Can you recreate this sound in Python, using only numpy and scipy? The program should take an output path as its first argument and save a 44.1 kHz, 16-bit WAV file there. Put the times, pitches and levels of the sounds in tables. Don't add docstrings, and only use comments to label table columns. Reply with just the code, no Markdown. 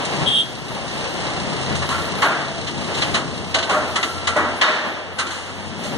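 import sys
import numpy as np
from scipy import signal
from scipy.fft import rfft, irfft
from scipy.io import wavfile
from scipy.ndimage import uniform_filter1d

SR = 44100
rng = np.random.default_rng(int(sys.argv[2]) if len(sys.argv) > 2 else 0)


def persist_wave(psi):
    counts = np.round(np.clip(psi, -1, 1) * 32767).astype(np.int16)
    wavfile.write(sys.argv[1], SR, np.atleast_2d(counts).T)


def field_ratio(decibels):
    return 10 ** (np.asarray(decibels, dtype=float) / 20)


N = 263310
T = np.arange(N) / SR
HZ = np.maximum(np.arange(N // 2 + 1) * SR / N, 1)


def in_time(rows):
    s, *columns = np.transpose(rows)
    return [np.interp(T, s, c) for c in columns]


def in_pitch(rows):
    hz, *columns = np.transpose(rows)
    return [np.interp(np.log(HZ), np.log(hz), c) for c in columns]


def rms_one(x):
    return x / np.sqrt(np.mean(x ** 2) + 1e-20)


def drift(rate_hz):
    pole = np.exp(-80 * np.pi * rate_hz / SR)
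    white = rng.standard_normal(N // 40 + 2002)
    slow = signal.lfilter([1], [1, -2 * pole, pole * pole], white)[2000:]
    return np.interp(np.arange(N) / 40, np.arange(len(slow)), rms_one(slow))


def noise_pair():
    return rfft(rng.standard_normal((2, N)))


def coloured(gain):
    return rms_one(irfft(noise_pair() * gain, N))


def three_bands(gain, low_hz, high_hz):
    noise = noise_pair() * gain
    low = 1 / (1 + (HZ / low_hz) ** 4)
    high = 1 / (1 + (high_hz / HZ) ** 6)
    middle = np.clip(1 - low - high, 0, 1)
    return [rms_one(irfft(noise * np.sqrt(power), N)) for power in (low, middle, high)]


def resonances(rows):
    return sum(field_ratio(db) / np.sqrt(1 + (2 * (HZ - hz) / width) ** 2) for hz, width, db in rows)


def struck(s, t60_s, rise_s, order=2):
    out = np.zeros(N)
    part = slice(int(s * SR) + 1, int((s + t60_s + .05) * SR))
    age = T[part] - s
    build = 1 - np.exp(-(age / max(rise_s, 1e-4)) ** order)
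    out[part] = build * field_ratio(-60 * age / max(t60_s, .02))
    return out


def tone(hz):
    return np.sqrt(2) * np.sin(2 * np.pi * (np.cumsum(hz) / SR + rng.random()))


def spell(start_s, length_s):
    return 1. * (T > start_s) * (T < start_s + length_s)


def ducking():
    # start_s, depth_db, recovery_s
    ducks = [
        (0.29, -8, 0.46),
        (2.27, -6.5, 0.35),
        (3.17, -12, 0.027),
        (4.64, -11.5, .25),
    ]
    grip_s = 0.016
    loss_db = 0
    for s, db, recovery_s in ducks:
        age = np.maximum(T - s, 0)
        loss_db = loss_db + db * (1 - np.exp(-age / grip_s)) * np.exp(-(age / recovery_s) ** 2 / 2)
    return loss_db


def road():
    # time_s, nearness_db, exhaust_load_db, tyre_bite_db
    passing = [(0.0, -22.5, -5, -5), (0.23, -22.5, 3, 0.5), (0.36, -32.5, 10, 3.5), (0.62, -31, 3.5, -0.5),
               (1.06, -26.5, 4.5, 1), (1.7, -25, 5, -0.5), (1.99, -29.5, 2.5, 3), (2.25, -24.5, -3.5, -2.5),
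               (2.7, -33, 8.5, 4), (3.04, -24, -1, 0), (3.29, -32.5, 8.5, 3.5), (3.76, -27, -7, -1.5),
               (4.12, -31.5, -0.5, 6), (4.46, -28.5, -4.5, 0), (4.8, -26, -29.5, -7.5),
               (5.2, -33, -4, -6.5), (5.65, -32.5, 0, 0.5), (5.97, -30, 10.5, 2)]
    # hz, density_db (per Hz)
    colour = [(35, -4.5), (100, 0), (140, 7), (200, 1), (400, -10.5), (800, -16), (1500, -24),
              (2600, -19.5), (3500, -25), (5000, -23), (7000, -27.5), (10300, -33.5), (11500, -60),
              (13000, -84)]
    # hz, width_hz, level_db
    knock_body = [(2050, 300, -3), (2800, 300, -3), (4050, 300, 6), (5500, 900, -7), (8000, 2000, -11)]
    rumble_db, roar_db, hiss_db = -5.0, -4.5, -14
    rumble_ducks = 0.6
    knocks_per_s, sag_per_s = 31, .3
    knock_depth, nearest_s, reach_s = .6, 2.1, 3.2

    near_db, load_db, bite_db = in_time(passing)
    depth = knock_depth * np.exp(-((T - nearest_s) / reach_s) ** 2)
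    turns = np.cumsum((knocks_per_s - sag_per_s * T) * (1 + .01 * drift(10))) / SR
    strength_db = rng.normal(0, 1.8, 400) + 1.5 * (np.arange(400) % 2)
    strength = field_ratio(strength_db)[turns.astype(int)]
    phase = turns % 1
    puff = depth * strength * np.exp(-3.5 * phase) * np.minimum(phase * 14, 1)
    knock = coloured(resonances(knock_body) / (1 + (HZ / 10100) ** 40))

    gain = field_ratio(in_pitch(colour)[0]) / (1 + (HZ / 10450) ** 80)
    low, middle, high = three_bands(gain, 391, 2480)
    rumble = low * field_ratio(near_db + load_db + rumble_db + rumble_ducks * ducking() + 2.6 * drift(2.3))
    roar = middle * field_ratio(near_db + roar_db + 1.15 * drift(12.0))
    upper = high + field_ratio(10.5) * puff * knock
    return rumble + roar + field_ratio(near_db + bite_db + hiss_db + 0.74 * drift(8.1)) * upper


def hums():
    # time_s, pitch_hz, level_db
    exhaust = [(0, 85.7, -47), (.5, 85.5, -47), (1.1, 86.6, -43), (1.55, 87, -46), (1.8, 87.4, -34.5),
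               (2.3, 87.5, -43.5), (3.13, 88.5, -38.5), (3.6, 88.5, -46), (4.2, 90.3, -39),
               (4.7, 91.4, -45), (5.4, 92.5, -43), (5.97, 95.7, -45)]
    # time_s, pitch_hz, first_order_db, second_order_db; revs pick up
    pull = [(0, 61, -69, -55), (.6, 62.5, -57, -45), (1.0, 63, -50, -48), (1.4, 65.2, -52, -48),
            (1.75, 67.7, -55, -37), (1.9, 67.8, -55, -55.5), (2.6, 71.3, -54, -50), (3.2, 75.8, -54, -67),
            (3.9, 82.2, -80, -78)]
    ground_db = -42

    hz, db = in_time(exhaust)
    out = field_ratio(db + 9.5 + 3.0 * drift(8)) * tone(hz * (1 + .01 * drift(4)))
    hz, first_db, second_db = in_time(pull)
    out += field_ratio(first_db + 16.5 + 1.6 * drift(5)) * tone(hz)
    out += field_ratio(second_db + 11.5 + 6.6 * drift(17)) * tone(2 * hz)
    ground = field_ratio(ground_db) * coloured(resonances([(62, 86, 0)]) ** 2)
    return field_ratio(ducking()) * (out + ground)


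def sizzle():
    # start_s, length_s, level_db
    spells = [(0.009, 1.19, -56), (1.409, 0.042, -58), (1.517, 0.273, -59), (1.836, 0.25, -51),
              (2.162, 0.14, -48), (2.666, 0.071, -62), (2.802, 0.398, -55), (3.346, 0.18, -60),
              (3.646, 0.15, -52), (3.867, 0.56, -52.5), (4.488, 0.03, -61), (4.563, 0.08, -46.5),
              (4.849, 0.098, -60), (5.144, 0.11, -52), (5.288, 0.4, -58), (5.781, 0.182, -53)]
    level_db, edge_s = -2.5, 0.037

    gate = sum(field_ratio(db) * spell(s, length) for s, length, db in spells)
    gate = uniform_filter1d(gate, int(edge_s * SR) + 1)
    noise = noise_pair()
    strips = 0
    for k in range(7):
        on = uniform_filter1d(1. * (drift(5) > .3 * k - .9), size=500)
        strip = irfft(noise / (1 + ((HZ - 10500 - 220 * k) / 110) ** 12), N)
        strips = strips + on * field_ratio(-1.5 * k) * strip
    return field_ratio(level_db) * gate * rms_one(strips)


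def clanks():
    # start_s, peak_db, low_db, top_db, t60_s
    hits = [(0.052, -34, -10, 20, 0.03), (1.6122, -25, -1, -4, 0.083), (1.752, -22, -2, -2.5, 0.13),
            (1.819, -23.5, 7, -23, 0.11), (1.8896, -30, 8, 4.5, 0.26), (2.2198, -20, 13, -4, 0.13),
            (3.5443, -4, -23, -20, 0.13), (3.586, -12.5, -24, -44, 0.12), (3.6285, -11.5, -18, -55, 0.12),
            (3.695, -22.5, 7, -1.5, 0.22), (3.8964, -41, -19, -23, 0.12), (3.959, -11, 2, -9, 0.079),
            (4.0298, -10.5, -4, -14.5, 0.093), (4.2724, -9.5, -0.5, -8.5, 0.087), (4.3642, -27, 1, 0, 0.13),
            (4.6136, -5.5, 0, -25, 0.11), (4.7414, -34, 1, -34, 0.12), (5.2674, -24.5, -21, -7, 0.19),
            (5.3074, -31.5, 4, -3, 0.7), (5.495, -30, 5, -23, 0.034), (5.837, -33, 7, 4.5, 0.19)]
    # start_s, peak_db, low_db, top_db, t60_s
    grinds = [
        (2.6743, -11.5, -10, -21, 0.12),
        (2.9492, -13, -9, -14, 0.11),
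        (2.9794, -15.5, -10, -15, 0.13),
        (3.025, 0, -11, -40, 0.078),
        (3.147, -3, -3.5, -16, 0.1),
        (5.1915, -7.5, 4, -6.5, 0.076),
    ]
    # hz, width_hz, level_db
    body = [(1170, 97, 12), (1500, 74.3, -17), (1970, 230, 13), (2960, 260, 14.5), (3870, 430, -2),
            (4170, 490, 6.5), (6800, 600, 3), (7800, 13000, -1)]
    clank_rise_s, grind_rise_s = 0.0034, 0.011

    low, middle, high = three_bands(resonances(body) / (1 + (HZ / 10400) ** 24), 1880, 5260)
    shape = np.zeros((3, N))
    for rows, rise_s in ((hits, clank_rise_s), (grinds, grind_rise_s)):
        for s, db, low_db, top_db, t60_s in rows:
            start_s = s - rise_s
            shape[0] += field_ratio(db - 12.0 + low_db) * struck(start_s, 1.93 * t60_s, 1.7 * rise_s)
            shape[1] += field_ratio(db - 12.0) * struck(start_s, t60_s, rise_s)
            shape[2] += field_ratio(db - 11.0 + top_db) * struck(start_s, 2.43 * t60_s, rise_s)
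    return low * shape[0] + middle * shape[1] + high * shape[2]


def horn():
    # time_s, level_db, pitch_hz
    toot = [
        (0.26, -27, 3284),
        (0.28, -13, 3282),
        (0.302, -21, 3240),
        (0.372, -16.5, 3260),
        (0.41, -17.5, 3250),
        (0.456, -36.5, 3270),
        (0.51, -45, 3280),
    ]
    # multiple, level_db
    lines = [(0.907, -14), (.94, -22), (.962, -12), (1, 1.5), (1.018, -9), (1.046, -10.5), (1.07, -16),
             (1.1, -12), (1.146, -15), (1.165, -30)]
    # hz, width_hz, level_db
    rasp_body = [(2860, 210, -2), (3130, 250, 1), (3330, 240, -18), (8000, 720, -10.5), (9660, 600, -8.5)]

    before = (toot[0][0] - .004, -90, toot[0][2])
    after = (.6, -53, toot[-1][2])
    db, hz = in_time([before, *toot, after])
    pair = np.zeros((2, N))
    for port in pair:
        for k, line_db in lines:
            flutter = 2.0 - 0.176 * max(line_db, -14)
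            level = field_ratio(line_db + flutter * drift(60))
            port += level * tone(k * hz * (1 + 0.001185 * flutter * drift(35)))
    rasp = coloured(resonances(rasp_body) ** 1.34)
    return field_ratio(db - 7.5) * (pair + field_ratio(-6.0) * rasp)


def rings():
    # start_s, pitch_hz, level_db, t60_s
    members = [(1.820, 1745, -30.5, 0.17), (1.900, 1360, -32, 0.5), (1.940, 1360, -33, 0.6),
               (1.889, 1090, -32, 0.6), (2.225, 860, -25, 0.2), (2.222, 1105, -23, 0.3),
               (2.245, 1590, -28, .25), (2.25, 1250, -28, .3), (2.27, 1400, -28, .4), (2.235, 600, -28, .4),
               (2.25, 950, -28, .4), (2.46, 665, -32, .8), (2.227, 1469, -28, 0.37), (2.240, 700, -30, .8),
               (3.546, 1110, -34, .4), (3.545, 1530, -30.5, 0.7), (3.546, 930, -32, 0.4),
               (3.700, 610, -24, 0.7), (3.76, 640, -30, .5), (3.695, 1110, -26, 0.3), (3.71, 1380, -29, .5),
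               (3.74, 1120, -32, .35), (3.702, 1250, -27, 0.52), (3.960, 1130, -30, 0.15),
               (3.965, 1345, -31, 1.3), (4.03, 1160, -31, .15), (4.03, 1980, -30, .15),
               (4.274, 1130, -27, .13), (4.275, 2000, -28, .2), (4.285, 1345, -32, .9),
               (4.37, 1480, -26, .3), (3.961, 1980, -27, 0.27), (4.362, 598, -22, 0.6),
               (4.375, 1090, -27, 0.4), (4.64, 1100, -32, .8), (4.76, 610, -31, .9), (4.70, 1800, -32, 1.0),
               (4.625, 3600, -33, .4), (5.187, 1560, -27, .18), (5.30, 1550, -40, .4),
               (4.63, 1350, -31, .7), (4.62, 1950, -29, .6), (4.365, 1351, -31.5, 0.37),
               (4.366, 240, -32, 1.7), (4.619, 616, -29, 1.2), (4.619, 1688, -31, 1.14),
               (4.621, 3750, -25, 0.23), (5.189, 1300, -29, 0.25), (5.190, 371, -36, 0.3),
               (5.838, 596, -35, 0.54)]
    flutter_db, wander_share = 4.5, .003

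    out = np.zeros((2, N))
    flutter = field_ratio(flutter_db * np.tanh(drift(30)))
    wander = 1 + wander_share * drift(20)
    for s, hz, db, t60_s in members:
        first = int(s * SR)
        shape = struck(s, t60_s, 0.0029)[first:int((s + min(t60_s, 1.1)) * SR)]
        offset = int(rng.random() * (N - 2 * SR))
        luck = slice(offset, offset + len(shape))
        turns = hz * np.cumsum(wander[luck]) / SR
        group = 0
        for k, gain in ((1, 1), (1.011, .6), (.984, .4)):
            group = group + gain * np.sin(2 * np.pi * (k * turns + rng.random((2, 1))))
        out[:, first:first + len(shape)] += field_ratio(db - 1.5) * flutter[luck] * group * shape
    return out


def squeaks():
    # start_s, length_s, pitch_hz, level_db
    whistles = [
        (1.85, .06, 13044, -74),
        (1.85, .06, 13857, -71),
        (1.905, .07, 14513, -67),
        (5.295, .075, 13329, -70),
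        (5.36, .03, 12550, -78),
        (5.78, .055, 13534, -75),
        (5.825, .075, 13178, -67),
    ]
    out = 0
    for s, length_s, hz, db in whistles:
        out = out + field_ratio(db) * tone(np.full(N, hz)) * uniform_filter1d(spell(s, length_s), size=600)
    return out


def booms():
    # start_s, peak_db, bottom_db, top_db, t60_s
    blows = [
        (1.89, -17, -7, -7, 0.97),
        (2.2235, -8.5, -6.5, -17, 0.92),
        (3.146, -17.5, 3.5, -30, 0.44),
        (3.545, -30, 19, -25, 0.55),
        (3.698, -16.5, 8.5, -37, 0.95),
        (3.958, -23.5, 1, -21, 0.94),
        (4.275, -17.5, -7, -9, 0.49),
        (4.358, -8.5, -2, -47, 0.73),
        (4.6174, -9, -14, -4, 1.08),
        (5.1868, -23, -2, -4, 0.98),
    ]
    # hz, level_db, t60_s
    girder = [(570, 3, 0.39), (610, 6, 0.5), (641, 6, 0.72), (668, 8, 0.86), (752, 1, 0.46), (776, 7, 0.15),
              (940, 2, 0.3), (1100, 4, 0.4), (1244, 2, 0.5), (1351, 9, 0.54), (1500, 2, 0.13),
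              (1900, 3, 0.67), (2967, 10, 0.45), (3810, -6, 0.98)]
    swell_s = 0.023
    thud_db, thud_follows = 2.5, 0.62
    mode_shift, mode_luck_db = .015, 3

    gain = HZ ** -.6 / (1 + (300 / HZ) ** 3) / (1 + (HZ / 6000) ** 4)
    low, middle, high = three_bands(gain, 1250, 2050)
    thud = three_bands(resonances([(240, 42, 0.55), (300, 61, 0.16), (370, 120, -3.1)]), 380, 900)[0]
    out, shake = np.zeros((2, N)), rng.standard_normal((2, N))
    for s, db, low_db, top_db, t60_s in blows:
        rise_s = swell_s * t60_s ** 2
        wash = middle + field_ratio(low_db) * low + field_ratio(top_db + 2.0) * high
        wash = wash + field_ratio(thud_db + thud_follows * low_db) * thud
        swell = struck(s - .002, t60_s, rise_s, order=1)
        slam = 0.14 * struck(s - .001, 0.014, 0.0019)
        out += field_ratio(db - 15.5) * wash * (swell + slam)

        part = slice(int(s * SR) - 60, int((s + 1.2) * SR))
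        rattle = (shake * struck(s - .001, 0.32 * t60_s, 0.12 * rise_s))[:, part]
        for hz, mode_db, ring_s in girder:
            luck, shift = rng.normal(0, 1, 2)
            r = field_ratio(-60 / (ring_s * t60_s * 0.8 * SR))
            w = 2 * np.pi * hz * (1 + mode_shift * shift) / SR
            band_db = low_db if hz < 900 else top_db if hz > 2500 else 0
            level = field_ratio(db - 56.0 + band_db + mode_db + mode_luck_db * luck)
            mode = signal.lfilter([0, np.sin(w)], [1, -2 * r * np.cos(w), r * r], rattle)
            out[:, part] += level * mode
    return out


def ticks():
    # start_s, peak_db, pitch_hz
    contacts = [(1.8907, -14, 1150), (1.8995, -15, 1100), (1.9105, -15, 1300), (1.9272, -16, 1100),
                (1.9835, -16, 1500), (2.2262, -7, 1300), (3.5452, -12, 3500), (3.6275, -10, 3600),
                (3.6959, -9, 1000), (3.6985, -9, 1100), (3.8968, -14, 1300), (3.9598, -11, 1600),
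                (4.0052, -16, 1500), (4.0296, -12, 1900), (4.2748, -11, 1600), (4.3645, -14, 900),
                (4.375, -10, 1200), (4.5097, -17, 1500), (4.6145, -10, 3600), (4.7900, -14, 1500)]
    decay_cycles = 9.0
    out = np.zeros((2, N))
    for s, db, hz in contacts:
        part = slice(int(s * SR), int((s + .03) * SR))
        turns = np.maximum(T[part] - s, 0) * hz
        out[:, part] += field_ratio(db - 5.0 - 60 * turns / decay_cycles) * np.sin(2 * np.pi * turns)
    return out


def car():
    # hz, width_hz, level_db
    pipe_body = [(155, 40, -3), (210, 60, 0)]
    # multiple, level_db
    firing_orders = [(6, 0), (7, -2), (8, 0), (9, -1), (12, -8)]
    level_db, noise_db, fires_per_s = -31, -4, 25.7
    arrives_s, swell_s = 5.78, .15

    pipe = coloured(resonances(pipe_body) ** 2)
    orders = sum(field_ratio(db + 2.0 * drift(8)) * tone(np.full(N, k * fires_per_s)) for k, db in firing_orders)
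    swell = np.exp(-(np.minimum(T - arrives_s, 0) / swell_s) ** 2)
    return field_ratio(level_db) * swell * (rms_one(orders) + field_ratio(noise_db) * pipe)


def scene():
    # hz, road_side_db, steel_side_db (under the sum), tied_share (0-1), tied_phase_rad
    ports = [(22, -34, -26, .9, 2.1), (50, -6, -12, 0.98, 2.35), (120, -16, -31, 0.97, 2.17),
             (293, -11.5, -19, 0.76, 2.14), (715, -4.5, -21, 0.63, 2.7), (1190, 1, -21, 0.3, 2.9),
             (1600, 4, -1.5, 0.37, 3.4), (2410, -2.5, 2.5, 0.1, 4.3), (3000, 3, 0, 0.16, 7.8),
             (4500, 0, -2, 0, 2.8), (11000, -2, 2, 0, 6.3)]
    road_top_hz, steel_top_hz = 12000, 10500

    far = rfft(road() + sizzle() + hums() + car()) / (1 + (HZ / road_top_hz) ** 80) + rfft(squeaks())
    near = rfft(clanks() + booms() + rings() + ticks() + horn()) / (1 + (HZ / steel_top_hz) ** 40)
    far_db, near_db, share, phase = in_pitch(ports)
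    share = np.clip(share, 0, 1)
    tied, free = share * np.exp(1j * phase), np.sqrt(1 - share ** 2)
    side = field_ratio(far_db) * (tied * far[0] + free * far[1])
    side = side + field_ratio(near_db) * (tied * near[0] + free * near[1])
    mid = far[0] + near[0]
    return irfft(np.array([mid + side, mid - side]), N)


def flickering_gaps(mid):
    # hz, width_hz, shut_share (of the time)
    gaps = [(2440, 270, .72), (5000, 300, .35), (7620, 340, .55), (10080, 560, .92)]
    out = irfft(mid, N)
    for hz, width_hz, shut in gaps:
        strip = irfft(mid / (1 + (2 * (HZ - hz) / width_hz) ** 12), N)
        loudness = np.log(uniform_filter1d(strip ** 2, size=4000) + 1e-18) / 2
        chance = drift(5) + loudness
        closed = 1. * (chance < np.quantile(chance, shut))
        out = out - strip * uniform_filter1d(closed, size=600)
    return out


def band_limit(x):
    return signal.sosfilt(signal.butter(12, 15000, fs=SR, output="sos"), x)


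def record(dry):
    # hz, delay_ms
    delay = [(300, .400), (1250, .400), (2450, .408), (3700, .4054), (5000, .400), (6330, .395),
             (7650, .392), (8950, .391), (11500, .391)]
    # hz, subtracted_share (0-1), gap_reach (comb power below which the gaps deepen)
    depth = [(300, 0.88, 0.0072), (1250, 1, 0.0011), (2350, 0.66, 0.04), (3880, 0.96, 0), (5080, 0.48, 0),
             (6700, 0.3, 0.048), (8400, 0.8, 0), (9500, 0.54, 0.21), (10400, 0.99, 0.21)]

    left, right = rfft(dry) / np.sqrt(1 + (45 / HZ) ** 4)
    share, reach = in_pitch(depth)
    echo = np.clip(share, 0, 1) * np.exp(-2j * np.pi * HZ * in_pitch(delay)[0] / 1000)

    def combed(part, comb):
        power = abs(comb) ** 2
        return part * comb * power / (power + np.abs(reach))

    mid = combed(left + right, 1 - echo)
    side = combed(left - right, 1 + echo)
    mix = (flickering_gaps(mid) + irfft(side, N) * [[1], [-1]]) / 2
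    return band_limit(mix)


dry = scene()
out = record(dry)
persist_wave(out)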